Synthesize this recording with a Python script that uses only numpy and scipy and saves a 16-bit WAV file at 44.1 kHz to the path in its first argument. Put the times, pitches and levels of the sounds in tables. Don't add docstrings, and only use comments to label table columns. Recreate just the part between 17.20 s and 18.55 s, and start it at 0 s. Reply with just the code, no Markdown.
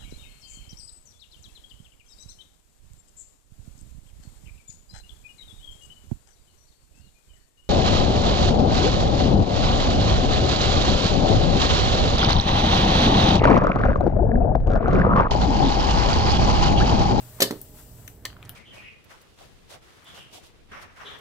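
import sys
import numpy as np
from scipy import signal
from scipy.fft import rfft, irfft, next_fast_len
from scipy.io import wavfile
from scipy.ndimage import uniform_filter1d

SR = 44100
rng = np.random.default_rng(int(sys.argv[2]) if len(sys.argv) > 2 else 0)


def generate_wav(signal):
    frames = np.transpose(np.atleast_2d(signal))
    scaled = np.clip(frames, -1, 1) * 32767
    pcm = np.round(scaled).astype(np.int16)
    wavfile.write(sys.argv[1], SR, pcm)


def natural_amplitude(level_db):
    exponent = np.asarray(level_db, float) / 20
    return 10 ** exponent


N = 59535

# frequency in Hz, left minus right in dB.
PORTS_HUM = [(60, -3), (240, -2.5), (950, -4), (3770, 3), (15000, 7.5)]
LEAD_CARD_S = -0.000158


def evened(x):
    return x / np.sqrt(np.mean(x ** 2) + 1e-20)


def read(points, hz):
    f, value = np.transpose(points)
    return np.interp(np.log(hz + 1), np.log(f + 1), value)


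def follow(curve):
    s, db = np.transpose(curve)
    return natural_amplitude(np.interp(np.arange(N) / SR, s, db))


def add(mix, s, sound):
    part = mix[..., round(s * SR):][..., :sound.shape[-1]]
    part += sound[..., :part.shape[-1]]


def edge(x, hz):
    taps = signal.firwin(511, hz, window=("kaiser", 9), fs=SR)
    return signal.oaconvolve(x, taps[None], "same")


def ports(x, balance, lead_s):
    size = next_fast_len(N + 4096)
    hz = np.fft.rfftfreq(size, 1 / SR)
    half = natural_amplitude(read(balance, hz) / 2) * np.exp(1j * np.pi * hz * lead_s)
    mean = (abs(half) + 1 / abs(half)) / 2
    return irfft(rfft(x, size) * np.array([half, 1 / half]) / mean, size)[:, :N]


def hiss(tone, patchy_db, size):
    # frequency in Hz, likeness of the two ports from 0 to 1.
    likeness = [(60, 0.94), (700, 0.86), (1500, 0.76), (3000, 0.17), (15000, 0.23)]
    frames, hz = 4 * N // size + 5, np.fft.rfftfreq(size, 1 / SR)
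    a, b, c, d, patches = rng.standard_normal((frames, len(hz), 5)).T
    patches = uniform_filter1d(patches, size=9, axis=0)
    patches = evened(uniform_filter1d(patches, size=9, axis=1))
    same = np.clip(read(likeness, hz), 0, 1)[:, None]
    left = a + 1j * b
    right = same * left + np.sqrt(1 - same ** 2) * (c + 1j * d)
    z = np.array([left, right]) * natural_amplitude(tone(hz)[:, None] + patchy_db * patches)
    return evened(signal.istft(z, nperseg=size, noverlap=size * 3 // 4)[1][:, :N])


def workshop():
    # frequency in Hz, level in dB.
    rumble_tone = [(12, -34), (20, -2), (117, -0.5), (360, -14), (416, -11), (566, -19.5), (619, -15.5),
                   (921, -21), (1500, -42), (1950, -36.5), (3300, -120)]
    # frequency in Hz, width in Hz, level in dB.
    hum_lines = [(59.4, 2.8, -57.5), (99.4, 8.3, -56), (120.1, 2.4, -53), (185, 11, -92), (285, 5.2, -67),
                 (439, 2.2, -70.5), (618, 0.96, -67)]
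    out = natural_amplitude(-51) * hiss(lambda hz: read(rumble_tone, hz), patchy_db=.7, size=2048)
    t = np.arange(N) / SR
    for hz, width_hz, db in hum_lines:
        r = np.exp(-np.pi * width_hz / SR)
        chance = rng.standard_normal((2, N + SR))
        waver = signal.lfilter([1], [1, -2 * r, r * r], chance)[:, SR:]
        steady = 1.33
        turning = evened(waver[0]) + 1j * evened(waver[1]) + steady
        out = out + natural_amplitude(db) * evened((turning * np.exp(2j * np.pi * hz * t)).real)
    return ports(out, PORTS_HUM, LEAD_CARD_S)


def room(x):
    # frequency in Hz, time to fall 60 dB in seconds.
    decay = [(200, 0.44), (1000, 0.18), (4500, 0.23), (15000, 0.13)]
    # frequency in Hz, level in dB.
    colour = [(200, -3), (700, -4.5), (2000, -10), (4300, -8.5), (8000, -8.5), (13000, -4.5)]
    taps = np.zeros((2, SR // 2))
    slots = np.arange(120, SR // 2 - 20, 12)
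    at = slots + rng.integers(0, 12, (2, len(slots)))
    np.put_along_axis(taps, at, rng.choice([-1., 1.], at.shape), 1)
    hz, t, z = signal.stft(taps, SR, nperseg=256)
    t60 = read(decay, hz)[:, None]
    fall = natural_amplitude(read(colour, hz)[:, None] - 60 * t / t60)
    energy = t60 * SR / 12 / (6 * np.log(10))
    tail = signal.istft(z * fall / np.sqrt(energy), SR, nperseg=256)[1]
    low = signal.lfilter(*signal.butter(2, 900, fs=SR), tail[0] - tail[1])
    return signal.fftconvolve(x, np.array([tail[0], tail[1] + low]), axes=1)[:, :N]


def sliding_skin():
    # time in seconds, level in dB.
    slide_level = [(0, -49), (.45, -51.5), (.53, -54), (.59, -47), (.66, -53), (.88, -53), (.99, -60),
                   (1.14, -64), (1.35, -75)]
    # frequency in Hz, level in dB.
    slide_tone = [(2650, -8.5), (4500, -8), (7030, -7), (7610, -3.5), (9440, -6), (12100, -5.5),
                  (13100, -4), (14100, -4), (15800, -3)]
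    # frequency in Hz, width in Hz, lift in dB.
    slide_peaks = [(7600, 500, 4), (12000, 700, 6), (14300, 1000, 4)]

    def tone(hz):
        lift = sum(db / (1 + (2 * (hz - f) / w) ** 2) for f, w, db in slide_peaks)
        return read([(1500, -40)] + list(slide_tone), hz) + lift

    slide = follow(slide_level) * hiss(tone, patchy_db=.9, size=512)
    return ports(slide, PORTS_HUM, lead_s=0.000355)


def strained_shells():
    # time in seconds, level in dB.
    strain_level = [(0, -56.5), (.17, -61), (.2, -50), (.34, -55.5), (.42, -65), (.52, -67), (.59, -56.5),
                    (.66, -66), (.84, -62), (.89, -64.5), (1.0, -68), (1.05, -64.5), (1.11, -59),
                    (1.15, -61.5), (1.19, -60), (1.25, -54.5), (1.35, -58.5)]
    # frequency in Hz, level in dB.
    strain_tone = [(500, -2.5), (1000, 0), (1800, -1), (3000, -8.5), (4500, -13), (7000, -18), (16000, -23)]
    grain = natural_amplitude(1.1 * evened(uniform_filter1d(rng.standard_normal(N), size=90)))
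    rustle = hiss(lambda hz: read(strain_tone, hz), patchy_db=1.2, size=512)
    return ports(follow(strain_level) * evened(grain * rustle), PORTS_HUM, lead_s=0)


def bench():
    # start in seconds, level in dB, contact in ms, favoured pitch in Hz.
    knocks = [(0.2028, -14, 0.72, 670), (.219, -10, 1.24, 570), (0.2264, -17.5, 1.77, 387),
              (0.2363, -15.5, 1.36, 382), (.2485, -20.5, 1.37, 403), (0.253, -26, 0.98, 590),
              (.263, -23, 1.4, 239), (.274, -28, 0.89, 616), (0.3078, -13.5, 0.93, 298),
              (.3125, -23, 1.2, 316), (.325, -23.5, 0.77, 405), (.3395, -27.5, 1.17, 385),
              (0.358, -29.5, 1.54, 286), (.373, -37.5, 1.3, 382), (1.0514, -36, 0.88, 490)]
    # frequency in Hz, level in dB, time to fall 60 dB in seconds.
    modes = [(117.4, -17.5, 0.17), (187, -20, 0.082), (245.3, -2.5, 0.061), (298, -7.5, 0.12),
             (385.5, -2.5, 0.13), (429.6, 2, 0.076), (546, 2, 0.061), (661.7, -12.5, 0.2), (737, -5, 0.053),
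             (898, -2.5, 0.083), (985, -4, 0.047), (1205, -15, 0.055), (2126, -15, .07)]
    spot_octaves, skirt = .17, .25
    out, t = np.zeros(N), np.arange(SR // 2) / SR
    for s, db, ms, spot_hz in knocks:
        ring = 0
        for hz, mode_db, t60 in modes:
            near = skirt + np.exp(-.5 * (np.log2(hz / spot_hz) / spot_octaves) ** 2)
            ring = ring + near * natural_amplitude(mode_db - 60 * t / t60) * np.sin(2 * np.pi * hz * t)
        push = np.sin(np.pi * np.clip(t[:200] * 1000 / ms, 0, 1)) ** 2
        add(out, s, -natural_amplitude(db) / 2 * np.convolve(ring, push / push.sum()))
    return signal.lfilter(*signal.butter(2, 139, "high", fs=SR), out)


def snap(db, centre_hz, octaves, pan_db, modes, cracks):
    hz = np.fft.rfftfreq(4096, 1 / SR)
    band = np.exp(-.5 * (np.log2((hz + 1) / centre_hz) / octaves) ** 2)
    shell = 1 + natural_amplitude(10) * sum(natural_amplitude(d) / (1 + (2 * (hz - f) / w) ** 2) for f, w, d in modes)
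    cep = irfft(np.log(band * shell + 1e-3))
    causal = np.exp(rfft(np.r_[cep[0], 2 * cep[1:2048], cep[2048], np.zeros(2047)]))
    out = irfft(rfft(cracks, 4096) * causal)
    strength = np.sqrt((out ** 2).sum(1).mean() / (SR * .002))
    return natural_amplitude(db) * out / strength * natural_amplitude(np.array([[pan_db], [-pan_db]]) / 2)


def shells():
    # start in seconds, level in dB, centre in Hz, spread in octaves, fade in ms.
    snaps = [(0.2037, -15, 7560, 2.24, 3.4), (0.208, -18.5, 5930, 2.3, 5.6),
             (.2196, -10.5, 6000, 0.99, 2.7), (0.222, -16, 5500, 1.7, 2), (.2252, -11, 6540, 0.81, 1.8),
             (0.2293, -16, 4870, 1.4, 2.8), (0.2385, -23.5, 4700, 0.46, 2.6),
             (0.3085, -28.5, 7000, 1.2, 3.1), (0.4149, -31, 13300, 0.66, 1.1),
             (0.878, -37, 11000, 0.6, 1.7), (1.0524, -30, 2950, 1.1, 0.29), (1.0534, -28, 7000, 1.08, 1.5),
             (1.0579, -35.5, 2550, 1, 3), (1.060, -34.5, 3760, 0.31, 0.5), (1.2935, -33, 11550, 0.25, 0.42)]
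    # start in seconds, level in dB, centre in Hz, spread in octaves, pan in dB.
    ticks = [(.1885, -42.5, 1180, 0.2, -3), (0.203, -28, 1740, .11, -2), (.2045, -25.5, 6100, 0.063, 0),
             (0.2186, -15, 1758, .08, -3.5), (0.2195, -23.5, 1182, 0.14, -2.5),
             (.2222, -23.5, 3380, 0.13, 2), (0.2252, -35, 4180, .1, -7.5), (0.2313, -28, 4110, 0.076, 0),
             (0.2381, -33.5, 1026, 0.13, -6.5), (.233, -29.5, 2132, .06, 4), (0.3037, -41, 1500, 0.23, -2),
             (.3088, -33, 1960, .15, -4), (.3085, -32.5, 1040, 0.46, -0.5), (.3095, -38, 11400, .1, 3),
             (0.8771, -45.5, 6200, 0.098, 12), (0.8782, -44.5, 2200, 0.53, 12),
             (0.8821, -43, 2220, 0.69, -2), (1.0506, -39.5, 887, 0.87, -1), (1.052, -26, 4434, 0.089, 1),
             (1.0527, -38, 1100, .15, 2.5), (1.053, -32.5, 3100, 0.084, -6),
             (1.058, -32.5, 1937, 0.11, -3.5), (1.1006, -45.5, 2980, 0.13, 2), (1.1016, -48, 1480, 0.37, 5),
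             (1.128, -48.5, 1490, 0.5, 0), (1.129, -53, 3070, 0.12, -4), (1.1658, -42.5, 1250, 0.27, -4),
             (1.168, -51.5, 2200, 0.54, 4), (1.182, -66, 14000, 0.18, -8), (1.2245, -56, 14000, 0.2, -2),
             (1.228, -41.5, 2700, 0.45, 0.5), (1.2278, -47, 1400, 0.38, -2), (1.252, -50.5, 7400, 0.5, 4),
             (1.2285, -57, 7800, 0.23, -1), (1.251, -56, 3200, 0.096, 2), (1.258, -52, 4860, 0.43, -5),
             (1.2931, -40.5, 3000, 0.18, 3), (1.2934, -47.5, 5050, 0.28, 6), (1.2942, -47, 1600, 0.5, 13),
             (1.3, -48.5, 3300, 0.35, 0.5)]
    # frequency in Hz, width in Hz, level in dB.
    closed_modes = [(1740, 1400, 0.5), (3400, 880, -3), (4160, 830, 2.5), (4850, 310, -12.5),
                    (6200, 1600, -13.5), (8060, 210, -11), (9800, 2900, -10.5), (12060, 1140, -8.5),
                    (14700, 1400, -3)]
    # frequency in Hz, width in Hz, level in dB.
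    opened_modes = [(1154, 180, 3), (1825, 160, 13), (2040, 330, 7.5), (3140, 230, -4), (4220, 340, 2),
                    (6100, 550, 0.5), (7500, 590, -1), (11000, 12000, -14), (15240, 1160, -1)]
    opening_s, opening_pan_db = 1., 1.
    rattle_db, rattle_ms = -15, 1.2
    out, t = np.zeros((2, N)), np.arange(1500) / SR
    for s, db, hz, octaves, ms in snaps:
        late = s > opening_s
        one, other, uneven = rng.standard_normal((3, len(t)))
        burst = natural_amplitude(1.2 * uneven) * np.sqrt(t) * np.exp(-t * 1000 / ms)
        cracks = np.array([one, .8 * one + .6 * other]) * burst
        modes = opened_modes if late else closed_modes
        add(out, s, snap(db, hz, octaves, late * opening_pan_db, modes, cracks))
    for s, db, hz, octaves, pan_db in ticks:
        rattle = rng.standard_normal((2, len(t))) * np.exp(-t * 1000 / rattle_ms)
        crack = (t == 0) + natural_amplitude(rattle_db) * rattle
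        add(out, s, snap(db, hz, octaves, pan_db, [], crack))
    later = np.roll(out[1], round(-LEAD_CARD_S * SR))
    return np.array([out[0], np.where(np.arange(N) > opening_s * SR, later, out[1])])


def scene():
    # frequency in Hz, left minus right in dB.
    ports_card = [(60, -6), (700, -4), (1400, 3), (15000, 2.5)]
    top = natural_amplitude(-11)
    plastic, wood = shells(), bench()
    card = (1 - top) * plastic + wood + room(plastic + natural_amplitude(-13.5) * wood)
    close = ports(top * plastic + edge(card, 15750), ports_card, LEAD_CARD_S)
    hand = sliding_skin() + strained_shells()
    return close + edge(hand, 15750) + workshop()


def top_cut(x):
    return signal.sosfilt(signal.butter(12, 16830, fs=SR, output="sos"), x)


def record(dry):
    return top_cut(edge(dry, 16500))


dry = scene()
out = record(dry)
generate_wav(out)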